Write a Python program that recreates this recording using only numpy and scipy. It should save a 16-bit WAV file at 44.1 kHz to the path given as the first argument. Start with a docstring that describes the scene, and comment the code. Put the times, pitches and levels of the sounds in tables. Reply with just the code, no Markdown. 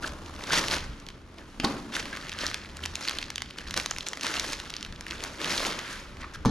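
"""A flat device in a plastic bag is worked out of its foam end caps, close up in a carpeted room.
Over a faint rumble of moving arms, the foam scrapes and squeaks and the first creases of the film snap.
At 1.6 s one cap drops with a hollow knock. From 2 s the bag is tugged again and again: large creases
buckle one by one over a fine crinkle, then thin out. The foam squeaks as it slides off, and the second
cap lands at 6.45 s, right at the end."""
import sys
import numpy as np
from scipy import signal
from scipy.fft import rfft, irfft
from scipy.io import wavfile

SR = 44100
rng = np.random.default_rng(int(sys.argv[2]) if len(sys.argv) > 2 else 0)


def log_audio(samples):
    """Write samples as a 16-bit WAV file to the path given in sys.argv[1]."""
    # one column per channel
    frames = np.atleast_2d(samples).T
    # limit to full scale, then quantise
    limited = np.clip(frames, -1, 1)
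    pcm = np.round(limited * 32767).astype(np.int16)
    wavfile.write(sys.argv[1], SR, pcm)


N = 286914
TIME = np.arange(N) / SR
USUAL_EFFORT_DB = -40  # the film level at which creases come at their usual rate


def amp(db):
    """Decibels to gain."""
    return 10 ** (np.asarray(db) / 20)


def unit(x):
    """Scales to rms 1."""
    return x / np.sqrt(np.mean(x ** 2) + 1e-20)


def read(points, hz):
    """Reads a curve on a log-frequency axis."""
    f, value = np.transpose(points)
    return np.interp(np.log(hz + 1), np.log(f), value)


def follow(rows, column=1):
    """One column of an automation curve at every sample."""
    rows = np.array(rows)
    return np.interp(TIME, rows[:, 0], rows[:, column])


def add(mix, s, sound):
    """Mixes a sound in at s seconds."""
    part = mix[..., max(round(s * SR), 0):][..., :sound.shape[-1]]
    part += sound[..., :part.shape[-1]]


def colour(x, points):
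    """Equalises a signal with a curve of f/Hz, gain/dB."""
    return irfft(rfft(x) * amp(read(points, np.fft.rfftfreq(N, 1 / SR))), N)


def wander(hz):
    """Random modulation of rms 1, rolling off above hz."""
    spectrum = rfft(rng.standard_normal(N))
    return unit(irfft(spectrum / (1 + (np.fft.rfftfreq(N, 1 / SR) / hz) ** 4), N))


def causal(gain_db, size):
    """The most compact (minimum-phase) pulse that has this spectrum."""
    cepstrum = irfft(np.log(amp(np.maximum(gain_db, -100))), size)
    cepstrum[1:size // 2] *= 2
    cepstrum[size // 2 + 1:] = 0
    return irfft(np.exp(rfft(cepstrum)), size)


def widen(pair):
    """Blends two unrelated signals into what two close microphone ports hear."""
    # left-right likeness of diffuse sound: f/Hz, coherence/0-1
    coherence = [(50, .95), (300, 0.97), (700, 0.83), (3000, 0.64), (8000, 0.62), (14000, 1)]
    size = pair.shape[-1]
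    same = np.clip(read(coherence, np.fft.rfftfreq(size, 1 / SR)), 0, 1)
    mid, side = rfft(pair) * np.sqrt([(1 + same) / 2, (1 - same) / 2])
    return irfft(np.array([mid + side, mid - side]), size)


def noise(points):
    """Coloured stereo noise of rms 1."""
    return unit(colour(widen(rng.standard_normal((2, N))), points))


def background(rumble_db=-2.5, lumps_db=2.5, lumps_hz=6, drone_hz=81, drone_db=-60, waver_db=4.5,
               room_tone_db=-54):
    """Lumpy rumble of moving arms, a wavering low drone that swells now and then, and room tone."""
    # the arms' movement: t/s, level/dB
    arm_motion = [(0, -42.5), (.4, -46), (.8, -43.5), (1.2, -50.5), (1.7, -49), (2.3, -48), (3.3, -51),
                  (3.8, -44.5), (4.1, -52.5), (5, -46.5), (5.85, -51.5), (6, -47), (6.25, -46), (6.5, -36)]
    # spectrum of the rumble: f/Hz, relative level/dB
    rumble_spectrum = [(12, -23), (29, 3), (42, -8), (60, -1.5), (95, -12), (180, -12), (400, -30.5),
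                       (1500, -73)]
    # spectrum of the room tone: f/Hz, relative level/dB
    room_tone = [(20, -18), (70, -17), (100, -26), (125, 8.5), (165, -5), (215, 4), (430, -3), (600, -22),
                 (1000, -24), (2200, -48), (5000, -36), (12000, -57)]
    # swells of the drone: middle t/s, half length/s, level/dB
    drone_swells = [(0.274, 0.091, -48), (.78, .08, -48.5), (2.48, 0.036, -46.5), (2.865, 0.099, -45),
                    (4.928, 0.089, -49.5)]
    drone = np.sqrt(2) * np.sin(2 * np.pi * np.cumsum(drone_hz + 3.44 * wander(20.4)) / SR)
    swells = sum(amp(db) / (1 + ((TIME - s) / half) ** 4) for s, half, db in drone_swells)
    rumble = noise(rumble_spectrum) * amp(follow(arm_motion) + rumble_db + lumps_db * wander(lumps_hz))
    drone_gain = np.hypot(swells, amp(drone_db + waver_db * wander(3.6)))
    return rumble + drone * drone_gain + amp(room_tone_db) * noise(room_tone)


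def room(x, gap_s=0.0029, build_s=0.0042, size=22050):
    """A few wall echoes over a tail of sparse reflections whose bands die at their own speed."""
    # reverb time: f/Hz, t60/s
    decay = [(100, 3), (250, 1.16), (660, 0.68), (1700, 0.44), (4600, 0.44), (12000, 0.48)]
    # early reflections: delay/s, level/dB
    echoes = [(.0098, -36), (0.012, -13.5), (0.024, -14), (.0245, -30), (.0375, -10), (0.0547, -29)]
    # reverb colour, the carpet soaking up the treble: f/Hz, gain/dB
    reverb_eq = [(100, -10), (260, -4.5), (1500, -3), (5000, -4), (8000, -7.5), (14000, -9.5)]
    taps = rng.choice([-1., 1.], (2, size)) * (rng.random((2, size)) < .12)
    hz, t, bands = signal.stft(taps, SR, nperseg=256)
    bands = bands * amp(-60 * t / read(decay, hz)[:, None])
    tail = signal.istft(bands, SR, nperseg=256)[1][:, :size]
    tail = widen(tail * np.clip((TIME[:size] - gap_s) / build_s, 0, 1))
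    tail /= np.linalg.norm(tail[0])
    for s, db in echoes:
        add(tail, s, amp([db]))
    return colour(signal.oaconvolve(x, tail, axes=1)[:, :N], reverb_eq)


def tug(start, length, release, attack_s=.008, attack_share=.2, sag_db_per_s=6):
    """Power envelope of one tug: it builds up, eases as the film gives way, and dies out."""
    t = np.maximum(TIME - start, 0)
    attack = np.minimum(t / (attack_s + attack_share * length), 1)
    return (attack * amp(-sag_db_per_s * t - 60 * np.maximum(t - length, 0) / release)) ** 2


def hands(tug_sliding_share=0.3):
    """Shifting and tugs add up in power: gives film dB, its tilt dB, its sliding share and foam dB."""
    # bag and foam shifting in the hands all the while: t/s, film/dB, treble tilt/dB, foam/dB
    shifting = [(0, -64.5, 0, -45), (.38, -50, -2, -46), (.58, -29.5, 8, -33.5), (.72, -40, 1, -39.5),
                (.87, -46.5, -9, -50), (1.2, -60, -14, -57), (1.58, -55.5, 2, -53.5), (1.9, -53, 0, -52.5),
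                (2.05, -43.5, 1.5, -45), (2.52, -43.5, -12, -54), (2.72, -50.5, -5, -51),
                (3.17, -40.5, -1, -47), (3.38, -52.5, -15, -57), (3.85, -46.5, -2, -50.5),
                (4.3, -49, 14, -48.5), (4.6, -44.5, 1, -48), (4.92, -52, -12, -53.5), (5.36, -45, -1, -47),
                (5.7, -39, -20, -38), (5.93, -39, 1.5, -49.5), (6.1, -51.5, -7, -52.5),
                (6.44, -53, -17, -55)]
    # smooth sliding as against crackling while they shift: t/s, share of power/0-1
    sliding_share = [(0, 1), (.5, 0.2), (1, 0.82), (1.8, 0.96), (2.1, 0.36), (4.2, 0), (5.25, 0.63),
                     (5.55, 0.15), (5.9, 0.7), (6.4, 0.9)]
    # tugs, grabs and skids: t/s, length/s, release t60/s, film/dB, treble tilt/dB, foam/dB
    tugs = [(0.011, 0.068, 0.064, -38, 12, -41), (0.44, 0.092, .1, -42.5, -11, -66),
            (0.507, 0.08, 0.061, -22, -2.5, -34), (.695, 0.056, 0.16, -30, 3, -36),
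            (1.37, 0.03, 0.13, -56, -22, -49), (1.625, 0.027, 1, -44.5, -7, -35),
            (1.916, 0.087, 0.047, -32, -3, -41), (2.105, 0.039, .1, -43, -21, -47),
            (2.372, .1, 0.41, -35, -2, -41.5), (2.817, 0.026, 0.11, -40, 5, -52),
            (2.991, 0.07, .1, -39, 4, -48), (3.068, 0.022, 0.085, -33, -11, -49),
            (3.564, 0.047, 0.13, -43.5, -2, -53), (3.662, 0.024, 0.066, -39.5, -4, -55),
            (3.757, 0.027, 0.22, -31, 8, -36), (4.055, 0.019, 0.047, -34.5, 1, -62),
            (4.206, .16, 0.62, -32.5, -1, -39), (4.413, .12, 0.14, -35.5, 8, -44),
            (5.06, 0.097, 0.11, -42, -4, -49), (5.178, 0.099, 0.17, -40.5, 0, -45),
            (5.379, 0.13, 0.33, -33.5, -5.5, -38), (5.464, 0.22, 0.35, -30.5, 8, -37.5),
            (6.192, 0.046, 0.11, -44.5, -11, -50), (6.333, 0.02, 0.045, -41, 13, -58)]
    film, foam = amp(follow(shifting)) ** 2, amp(follow(shifting, column=3)) ** 2
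    tilt, sliding = film * follow(shifting, column=2), film * follow(sliding_share)
    for start, length, release, film_db, tilt_db, foam_db in tugs:
        envelope = tug(start, length, release)
        pull = envelope * amp(film_db) ** 2
        film += pull
        foam += envelope * amp(foam_db) ** 2
        tilt += pull * tilt_db
        sliding += pull * tug_sliding_share
    return 10 * np.log10(film), tilt / film, np.clip(sliding / film, 0, 1), 10 * np.log10(foam)


def scrape(foam_db, level_db=-0.5, judder_db=2.5, judder_hz=135):
    """Foam cells catch and let go, and the light block radiates the judder as a low rasp."""
    # spectrum of rubbed foam: f/Hz, relative level/dB
    rasp = [(90, -12.5), (170, -3.5), (230, -3), (296, 2), (400, -3), (490, -3), (576, 0), (730, -6.5),
            (950, -3), (1290, -4), (1800, -12.5), (3000, -15), (9000, -21.5)]
    return noise(rasp) * amp(level_db + foam_db + judder_db * wander(judder_hz))


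def squeaks(jitter=0.123, roughness=0.76, overtone_db=-14):
    """Foam sticks and slips under the fingers in short runs of unsteady pitch."""
    # the slips: t/s, length/s, level/dB, f/Hz
    slips = [(0.026, 0.024, -30, 1450), (.072, .015, -42, 1463), (0.501, 0.0095, -30, 1495),
             (1.381, 0.041, -52, 1733), (2.126, .02, -40, 1715), (2.437, 0.026, -32.5, 1755),
             (5.83, .13, -44, 1657), (6.043, 0.017, -48, 1274), (6.22, 0.023, -37, 2150),
             (6.223, 0.043, -41.5, 1188), (6.339, 0.028, -42.5, 1646), (6.34, 0.025, -52.5, 3230)]
    out, drift, grip = np.zeros(N), wander(575), wander(127)
    for s, length, db, hz in slips:
        progress = (TIME - s) / length
        on = (progress > 0) & (progress < 2)
        phase = 2 * np.pi * np.cumsum(hz * (1 + jitter * drift[on])) / SR
        tone = np.sin(phase) + amp(overtone_db) * np.sin(2 * phase)
        swell = np.minimum(progress[on] / .15, 1) / (1 + progress[on] ** 8)
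        out[on] += amp(db) * swell * (1 + roughness * grip[on]) * tone
    return out


def snap(hz, octaves, flutter=.26, flutter_s=0.0018, skirt=3.8, tick_db=-17, tick_hz=1100,
         stereo_width=0.29, spread_s=0.0003, size=512):
    """A crease flips: a bare tick and a few cycles of ring, then ripples running through the sheet."""
    t, f = np.arange(size) / SR, np.fft.rfftfreq(size, 1 / SR) + 20
    ring = (1 + (np.log2(f / hz) / max(octaves, .15)) ** 2 / skirt) ** -skirt * 2 / (1 + f / hz)
    tick = amp(2 * tick_db) / (1 + (tick_hz / f) ** 4)
    pulse = rfft(causal(10 * np.log10(ring + tick), size))
    ripples = rng.standard_normal((3, size)) * np.exp(-t / flutter_s) * flutter / 2
    paths = ripples[0] + stereo_width * ripples[1:]
    paths[:, 0] = 1  # the direct path
    delay_s = spread_s * np.sqrt(3000 / (f + 200))  # low bending waves cross the sheet later
    dispersion = np.exp(-2j * np.pi * np.cumsum(delay_s) * SR / size)
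    sound = irfft(pulse * rfft(paths) * dispersion, size)
    return unit(sound) * np.sqrt(SR / 1000 / size)  # the energy of 1 ms at rms 1


def knocks(size=16384):
    """A dropped cap thumps on the floor, rings hollow and cracks at its edge: gives dry and room send."""
    # blows of the falling caps: t/s, thump level/dB, thump f/Hz, thump t60/s, ring level/dB,
    # crack level/dB, crack f/Hz, crack bandwidth/octaves, room send/dB
    blows = [(1.5991, -25, 276, 0.033, -52, -20.5, 2320, 1, -0.5),
             (1.643, -14.5, 236, 0.036, -27, -20, 1480, 0.61, -2),
             (1.6465, -16, 820, 0.014, -24.5, -15.5, 4500, 0.3, -5),
             (6.4505, -16, 950, 0.017, -33, -22, 1180, 0.37, -5),
             (6.4566, -16, 121, 0.1, -54, -26.5, 4850, 0.38, 5.5),
             (6.4573, -18.5, 457, 0.029, -32, -21, 1180, 0.54, 0.5),
             (6.464, -14.5, 225, 0.11, -35, -26.5, 1380, 0.86, 1.5)]
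    # modes of a foam cap: f/Hz, level/dB, t60/s
    cap_modes = [(168, -24, 0.25), (218, 2.5, 0.23), (282.7, 2, 0.15), (313, -7, 0.14), (368.4, 1, 0.13),
                 (445, -11, 0.12), (575, -20, .1), (787, -3, 0.12), (1024, -8, 0.1), (1108, -2, 0.13),
                 (1340, -8, 0.052), (1520, -4, 0.06)]
    t, near, send = np.arange(size) / SR, np.zeros((2, N)), np.zeros((2, N))
    ring = sum(amp(db - 60 * t / t60) * np.sin(2 * np.pi * hz * t) * (-1) ** k
               for k, (hz, db, t60) in enumerate(cap_modes)) / 2
    for s, thump_db, thump_hz, t60, ring_db, crack_db, crack_hz, octaves, send_db in blows:
        thump = amp(thump_db - 60 * t / t60) * np.sin(2 * np.pi * thump_hz * t)
        crack = snap(crack_hz, octaves, flutter=1.0, flutter_s=0.003, tick_db=-19.5)
        blow = np.tile(thump + amp(ring_db) * ring, (2, 1))
        add(blow, 0, amp(crack_db) * crack)
        add(near, s, blow)
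        add(send, s, amp(send_db) * blow)
    return near, send


def crinkle(effort_db, tilt_db, sliding, per_s=550, size_db=3.5, largest=2.38, clump_db=1.0,
            level_db=-1, octaves=0.4, hinge_hz=3200, pitches=36):
    """Countless small creases, faster when the film is worked harder, over the hiss of sliding film."""
    # spectrum of sliding film: f/Hz, relative level/dB
    hiss = [(150, -30), (500, -37), (900, 0), (1400, 8), (2400, 5), (4000, 3), (6000, -2), (9000, -2),
            (14000, -5.5)]
    # colour of the small creases: f/Hz, gain/dB
    grain_eq = [(200, 31), (900, -8.5), (1600, 2.0), (2600, -3.0), (5000, 0.0), (12000, -2.5)]
    rate = per_s * amp(.5 * (effort_db - USUAL_EFFORT_DB))
    sizes = amp(size_db * np.minimum(rng.exponential(1, N), largest)) * rng.choice([-1, 1], N)
    fires, pitch_index = rng.random(N) < rate / SR, rng.integers(0, pitches, N)
    clicks = sizes * fires / np.sqrt(rate)  # equal power at any rate
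    grains = np.zeros((2, N))
    for k, hz in enumerate(np.geomspace(1200, 7000, pitches)):
        grains += signal.oaconvolve((clicks * (pitch_index == k))[None], snap(hz, octaves), axes=1)[:, :N]
    grains = unit(colour(grains, grain_eq))
    film = np.sqrt(1 - sliding) * grains + np.sqrt(sliding) * noise(hiss)
    # taut film sounds bright, slack film dull, at about equal power
    dull = signal.filtfilt(*signal.butter(1, hinge_hz, fs=SR), film)
    film = (dull + (film - dull) * amp(tilt_db)) / np.sqrt((1 + amp(2 * tilt_db)) / 2)
    return film * amp(level_db + effort_db + clump_db * wander(hz=35))


def creases(effort_db, sliding, per_s=26, lesser_db=-30.5, spread_db=2.0, growth=.6, centre_hz=3100,
            pitch_spread=0.31, lesser_octaves=0.64, right_db=.5, tries=500):
    """Large creases buckle one by one, and lesser ones by chance where film is crushed, not slid."""
    # the large creases: t/s, level over a millisecond/dB, centre f/Hz, bandwidth/octaves
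    buckles = [(.4382, -27.5, 3420, 1), (.5247, -22.5, 2100, 1.6), (.6833, -19, 3850, 1),
               (.7123, -18.5, 4000, 0.41), (1.066, -35, 3610, 0.74), (1.0872, -30.5, 2800, 0.79),
               (1.9533, -21.5, 3320, .44), (1.9655, -18, 1930, .34), (2.1714, -27, 1930, .43),
               (2.2943, -26, 2470, 1), (2.4658, -17, 4240, 0.36), (2.5434, -18.5, 3280, 0.89),
               (2.7695, -29.5, 5900, 1.3), (2.8381, -25.5, 3200, .22), (2.8542, -24, 2540, 0.31),
               (2.8587, -20.5, 3460, 1.2), (2.955, -19.5, 4180, 0.87), (3.0771, -21.5, 2920, .87),
               (3.0842, -17, 4200, 0.24), (3.095, -19, 4030, 1.3), (3.1107, -23.5, 3100, 1.4),
               (3.186, -20, 3540, 0.28), (3.2273, -23.5, 3200, .5), (3.303, -23.5, 3820, 1.4),
               (3.358, -21.5, 4560, .94), (3.3807, -22, 2800, 0.43), (3.4199, -21, 3230, 0.86),
               (3.5081, -32, 2720, 0.59), (3.5852, -26.5, 3280, 0.74), (3.709, -24, 3900, 1.3),
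               (3.7413, -21, 2940, 1.1), (3.7662, -22, 3200, 1.2), (3.7754, -15, 3840, 1.4),
               (3.799, -20, 2620, 1.06), (3.8602, -18, 3460, 1.6), (3.91, -18.5, 6500, 0.21),
               (3.9129, -22.5, 1610, 1.2), (3.963, -27.5, 2630, .47), (3.9843, -22.5, 4330, 1.6),
               (4.0074, -25.5, 3660, .35), (4.0669, -25.5, 3630, 1.3), (4.0858, -19.5, 7250, 0.24),
               (4.1328, -23, 2240, 0.69), (4.1727, -27.5, 2030, 1.6), (4.2103, -25, 4600, 0.7),
               (4.2333, -21, 4940, 1.4), (4.2671, -18.5, 3100, 1.1), (4.3406, -22, 3250, 0.64),
               (4.397, -16, 5270, .7), (4.5323, -21.5, 4070, 0.7), (4.6, -26, 2780, 1.1),
               (4.7026, -26.5, 3400, 0.99), (4.7391, -26, 3600, 0.47), (4.7659, -24.5, 4170, 0.52),
               (4.8279, -25, 3460, 0.89), (4.8489, -29, 3140, 0.62), (4.9247, -33.5, 2850, 0.7),
               (5.009, -28, 3430, 1.6), (5.0662, -27, 2210, 0.38), (5.1087, -25.5, 3930, 0.45),
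               (5.2382, -21, 5300, 1.3), (5.4448, -19, 3120, 0.38), (5.5782, -18.5, 3830, .23),
               (5.6662, -21, 4400, 1.7), (5.7913, -24.5, 1950, 2.4)]
    out = np.zeros((2, N))
    for s, db, hz, octaves in buckles:
        add(out, s, amp(db) * snap(hz, octaves))
    for (place, chance), (size, pitch) in zip(rng.random((tries, 2)), rng.standard_normal((tries, 2))):
        at = int(place * N)
        push_db = growth * (effort_db[at] - USUAL_EFFORT_DB)
        rate = per_s * (1 - sliding[at]) * amp(push_db / 2)
        sound = snap(centre_hz * np.exp(pitch_spread * pitch), lesser_octaves)
        if chance < rate * N / SR / tries:
            add(out, at / SR, amp(lesser_db + push_db + spread_db * size) * sound)
    return out * amp([[-right_db], [right_db]])  # the bag sits a little to the right


def scene(handled_send_db=-7, snap_send_db=-7):
    """Bag and foam in the hands, the dropped caps, and the room round them."""
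    effort_db, tilt_db, sliding, foam_db = hands()
    handled = crinkle(effort_db, tilt_db, sliding) + squeaks()
    snaps = creases(effort_db, sliding)
    caps, caps_send = knocks()
    reverb = room(amp(handled_send_db) * handled + amp(snap_send_db) * snaps + caps_send)
    return handled + snaps + scrape(foam_db) + caps + reverb + background()


def record(dry, size=1024, edge_hz=16300):
    """Two close ports, the microphone's dull top, then the band limit."""
    # phase between the ports: f/Hz, lead of the left/rad
    port_phase = [(100, 0.043), (800, 0.13), (2700, 0.63), (6600, 0.51), (16000, 0.93)]
    # microphone response: f/Hz, gain/dB
    microphone_eq = [(20, 1.5), (5000, 0.5), (6700, 0), (8000, -7), (10500, -5.5), (12500, -13),
                     (14500, -24), (16000, -48)]
    lead = read(port_phase, np.fft.rfftfreq(N, 1 / SR)) * np.array([[.5], [-.5]])
    ports = irfft(rfft(dry) * np.exp(1j * lead), N)
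    response = causal(read(microphone_eq, np.fft.rfftfreq(size, 1 / SR)), size)
    heard = signal.oaconvolve(ports, response[None], axes=1)[:, :N]
    band_limit = signal.firwin(511, edge_hz, window=("kaiser", 9), fs=SR)
    return signal.oaconvolve(heard, band_limit[None], "same")


dry = scene()
out = record(dry)
log_audio(out)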